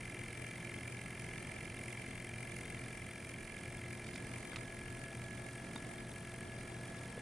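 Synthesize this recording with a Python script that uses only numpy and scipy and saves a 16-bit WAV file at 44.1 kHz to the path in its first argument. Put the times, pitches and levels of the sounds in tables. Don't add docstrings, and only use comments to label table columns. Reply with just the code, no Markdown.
import sys
import numpy as np
from scipy import signal
from scipy.fft import rfft, irfft, next_fast_len
from scipy.io import wavfile
from scipy.ndimage import map_coordinates

SR = 44100
rng = np.random.default_rng(int(sys.argv[2]) if len(sys.argv) > 2 else 0)


def dump(signal):
    limited = np.clip(np.atleast_2d(signal).T, -1, 1)
    pcm = np.round(limited * 32767).astype(np.int16)
    wavfile.write(sys.argv[1], SR, pcm)


N = 317961


def amp(db):
    return 10 ** (np.asarray(db) / 20)


def unit(x):
    return x / np.sqrt(np.mean(x ** 2) + 1e-20)


def along(points, hz):
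    f, v = np.transpose(points)
    return np.interp(np.log(hz + 1), np.log(f + 1), v)


def curves(rows):
    s, *columns = np.transpose(rows)
    return [np.interp(np.arange(N) / SR, s, column) for column in columns]


def wobble(rate):
    points = rng.standard_normal(int(N * rate / SR) + 4)
    return map_coordinates(points, [np.arange(N) * rate / SR])


def filtered(x, response):
    m = next_fast_len(N + SR // 2)
    return irfft(rfft(x, m) * response(np.fft.rfftfreq(m, 1 / SR)), m)[..., :N]


def ring(x, modes):
    def response(f):
        total = 0
        for k, (center, width, db) in enumerate(modes):
            damping = 1j * f * width
            total = total + (-1) ** k * amp(db) * damping / (center * center - f * f + damping)
        return total

    return unit(filtered(x, response))


def gated(train, t60, leak):
    decay = amp(-60 * np.arange(SR // 20) / SR / t60)
    gate = signal.fftconvolve(train, decay)[:N]
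    return unit((gate + leak) * rng.standard_normal(N))


def ventilation():
    # (frequency [Hz], relative level per Hz [dB])
    air_color = [(12, -57), (20, -20), (119, 0), (353, -7.5), (526, -11), (669, -12), (1200, -20),
                 (1520, -20.5), (1700, -23), (1890, -15.5), (2330, -23), (3870, -28), (7320, -31.5),
                 (9550, -27), (11500, -62), (15000, -70), (22000, -120)]
    # (frequency [Hz], width [Hz], relative level [dB])
    duct_modes = [(31.2, 6, -3.5), (95, 55, -11.5)]
    rush = unit(filtered(rng.standard_normal(N), lambda hz: amp(along(air_color, hz))))
    rush = amp(-51.5 + .6 * wobble(2.98)) * rush
    drone = amp(-60) * ring(rng.standard_normal(N), duct_modes)
    hum_hz = 120
    hum_phase = 2 * np.pi * hum_hz * np.arange(N) / SR + 0.25 * wobble(10.0)
    hum = amp(-52 + 0.68 * wobble(3) + 2.0 * wobble(13)) * np.sin(hum_phase)
    return rush + drone + hum


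def pips():
    pip_rate = 29.97
    count = (np.arange(N) / SR + .0045) * pip_rate
    index = count.astype(int)
    odd = index % 2
    t = (count % 1 - .5) / pip_rate
    bend, strength = rng.standard_normal((index[-1] + 1, 2))[index].T
    center_hz = 3200 + odd * (240 + 40 * bend) + 25 * bend
    fall = odd * 38000 * amp(5.1 * bend)
    cycles = center_hz * t - fall * t ** 2
    shape = np.exp(-(t / .0032) ** 2) * (1 + .45 * wobble(500))
    sign = 1 - 2 * odd
    return amp(-58.0 + 0.64 * strength) * sign * shape * np.cos(2 * np.pi * cycles)


def ticks():
    # (time [s], level [dB], pitch [Hz], crack level relative to the tick level [dB])
    tick_list = [(4.045, -57, 3500, 2), (4.068, -52, 3500, 1), (4.08, -54, 4400, -4), (4.09, -59, 4000, -1),
                 (4.141, -53, 4000, 2), (4.149, -54, 4200, -4), (4.159, -47.5, 2800, 4.5),
                 (4.532, -42, 1500, -2), (4.5598, -31.5, 2600, -9), (4.567, -36.5, 1500, -9),
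                 (5.757, -36.5, 270, -8), (5.7595, -44, 940, 1.5), (5.762, -39.5, 3680, -17),
                 (7.1772, -38.5, 490, -10)]
    # (frequency [Hz], relative level [dB], time to fall 60 dB [s])
    shell_modes = [(244, -1, 0.018), (500, 5, 0.021), (915, -1.5, 0.053), (1310, -5, .035),
                   (2570, 2.5, 0.0061), (3684, -1.5, 0.025), (4500, -8, 0.012)]
    reach_db = 36
    crack_t60 = 0.026
    out = np.zeros(N + SR)
    t = np.arange(SR // 10) / SR
    for s, db, hz, crack_db in tick_list:
        b, a = signal.butter(N=2, Wn=[.42 * hz, 1.9 * hz], btype="band", fs=SR)
        noise = unit(signal.lfilter(b, a, rng.standard_normal(len(t))))
        crack = amp(crack_db - 60 * t / crack_t60) * noise
        shell = np.zeros(len(t))
        for mode_hz, level, t60 in shell_modes:
            octaves_off = np.log2(mode_hz / hz)
            fading = amp(level - reach_db * octaves_off ** 2 - 60 * t / t60)
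            shell += fading * np.sin(2 * np.pi * mode_hz * t)
        out[round(s * SR):][:len(t)] += amp(db) * (crack + shell)
    return out[:N]


def crank():
    # (time [s], speed [turns a second])
    speed_points = [(0.0, 43.695), (0.5, 43.688), (0.95, 43.792), (1.45, 43.8), (1.95, 43.921),
                    (2.2, 43.84), (2.55, 43.989), (3.0, 43.885), (3.35, 43.956), (3.6, 44.171),
                    (3.9, 44.01), (4.2, 44.093), (4.5, 43.99), (4.65, 44.337), (5.2, 44.48), (5.9, 44.612),
                    (6.1, 44.566), (6.9, 44.609), (7.21, 44.527)]
    usual_speed, start_turns = 44, -.374
    (speed,) = curves(speed_points)
    return speed - usual_speed, start_turns + np.cumsum(speed) / SR


def contacts(turns, scatter_db):
    # (position [turns], then relative levels: case [dB], lid [dB], puff [dB])
    stroke_contacts = [(-.166, -1.5, -3.5, -7.5), (-.085, -4, -6.5, -6.5), (0, 2, 2, -3),
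                       (0.269, -14, -6.5, -25), (0.549, -8.5, -16.5, -9.5), (0.699, -11, -11.5, -24)]
    timing_scatter = [.0012, .01, .001, .004, .03, .03]
    # (case [dB], lid [dB], puff [dB])
    limp_db = [1.5, -1.5, 1.7]
    # (case [dB], lid [dB], puff [dB])
    nod_db = [2, 0.5, 0.7]
    limp_turns, limp_ends_s = .0043, 3.4
    stroke = np.arange(np.ceil(turns[0]), turns[-1])
    limping = stroke < turns[int(limp_ends_s * SR)]
    limp = (-1) ** stroke * limping
    nod = np.cos(2 * np.pi * (.26 * stroke + .45)) * ~limping
    uneven_db = np.outer(limp_db, limp) + np.outer(nod_db, nod)
    trains = np.zeros((3, N))
    for (at, *levels_db), scatter in zip(stroke_contacts, timing_scatter):
        chance = rng.standard_normal((len(stroke), 2))
        position = stroke + at + limp_turns * limp + scatter * chance[:, 0]
        when = np.interp(position, turns, np.arange(N)).astype(int)
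        for train, db, uneven in zip(trains, levels_db, uneven_db):
            strength = amp(db + uneven + scatter_db * chance[:, 1])
            train += np.bincount(when, strength, N)
    return trains


def flap(train, lag_s, rattle):
    blow = unit(train) + rattle * gated(train, t60=0.02, leak=0.024)

    def soft_and_late(hz):
        return np.exp(-2j * np.pi * hz * lag_s) / (1 + 1j * hz / 2600) ** 2

    return filtered(blow, soft_and_late)


def crank_tone(order, level_db, sway_db, turns):
    return np.sqrt(2) * amp(level_db + sway_db * wobble(6)) * np.cos(2 * np.pi * order * (turns + 0.1208))


def crank_hum(faster, turns):
    # (order [cycles a turn], level [dB rms before the sway])
    hum_orders = [(1, -97), (2, -66), (3, -66), (4, -62.5), (5, -61.5), (6, -66.5), (8, -61), (9, -74),
                  (10, -80), (11, -84), (14, -76.5), (16, -75.5), (17, -76)]
    hum = sum(crank_tone(order, db, 1.8, turns) for order, db in hum_orders)
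    return hum + crank_tone(15, -68 + 8.8 * faster, 0.49, turns)


def air_puffs(train, faster):
    # (frequency [Hz], width [Hz], relative level [dB])
    port_modes = [(4700, 2700, -10), (6930, 430, -6), (7670, 100, -4), (8370, 113, 2.5), (9420, 317, 1.5),
                  (10810, 490, -2.5), (13180, 300, -12), (14900, 780, -24.5)]
    puffs = gated(train * amp(1.17 * wobble(25)), t60=.008, leak=0.11)
    return amp(-60.5 - 1.8 * faster + 0.57 * wobble(14)) * ring(puffs, port_modes)


def lid_whine(train, faster):
    # (frequency [Hz], width [Hz], relative level [dB])
    lid_modes = [(1337, 93, -12), (1686, 21, 6), (1769, 47, -1.5)]
    blows = flap(train, lag_s=0.00034, rattle=0.096)
    return amp(-58.5 + 0.15 * faster) * ring(blows, lid_modes)


def case_ring(train):
    # (frequency [Hz], width [Hz], relative level [dB])
    case_modes = [(2067, 126, 3.5), (2350, 85, 6.5), (2748, 99, -0.5), (3125, 71, -4)]
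    # (time [s], level [dB])
    slap_levels = [(0, -52.5), (2.4, -53), (5, -56), (5.8, -58), (7.21, -58.5)]
    (slap_db,) = curves(slap_levels)
    blows = flap(train, lag_s=0.001245, rattle=.36)
    return amp(slap_db + 0.5 * wobble(17)) * ring(blows, case_modes)


def pump():
    faster, turns = crank()
    on_case, on_lid, on_air = contacts(turns, scatter_db=.9)
    return case_ring(on_case) + lid_whine(on_lid, faster) + air_puffs(on_air, faster) + crank_hum(faster, turns)


def scene():
    # (frequency [Hz], gain of the left-right difference [dB])
    width_curve = [(60, -30), (120, -38), (240, -18), (480, -12), (950, -3.5), (1890, -16), (3770, -4.5),
                   (7520, -7), (15000, -17.5)]
    # (frequency [Hz], left minus right [dB])
    balance_curve = [(60, 0.5), (380, 0.0), (2380, -0.5), (15000, -0.5)]
    mid = ventilation() + pips() + ticks() + pump()
    tails = rng.standard_normal((6, SR // 10)) * amp(-60 * np.arange(SR // 10) / SR / 0.027)
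    echoes = signal.fftconvolve(mid[None], tails / np.linalg.norm(tails[0]), axes=1)[:, :N]
    side = unit(sum(wobble(20) * echo for echo in echoes)) * np.std(mid)
    side = filtered(side, lambda hz: amp(along(width_curve, hz)))
    left_right = np.array([mid + side, mid - side])
    return filtered(left_right, lambda hz: amp(np.outer([.5, -.5], along(balance_curve, hz))))


def record(dry):
    # (frequency [Hz], gain [dB])
    treble_curve = [(10900, 0), (11500, -13), (12000, -36), (12800, -29), (13200, -3.5), (14800, 1),
                    (15600, -32)]
    top_hz = 15680
    return filtered(dry, lambda hz: amp(along(treble_curve, hz)) * (hz < top_hz))


dry = scene()
out = record(dry)
dump(out)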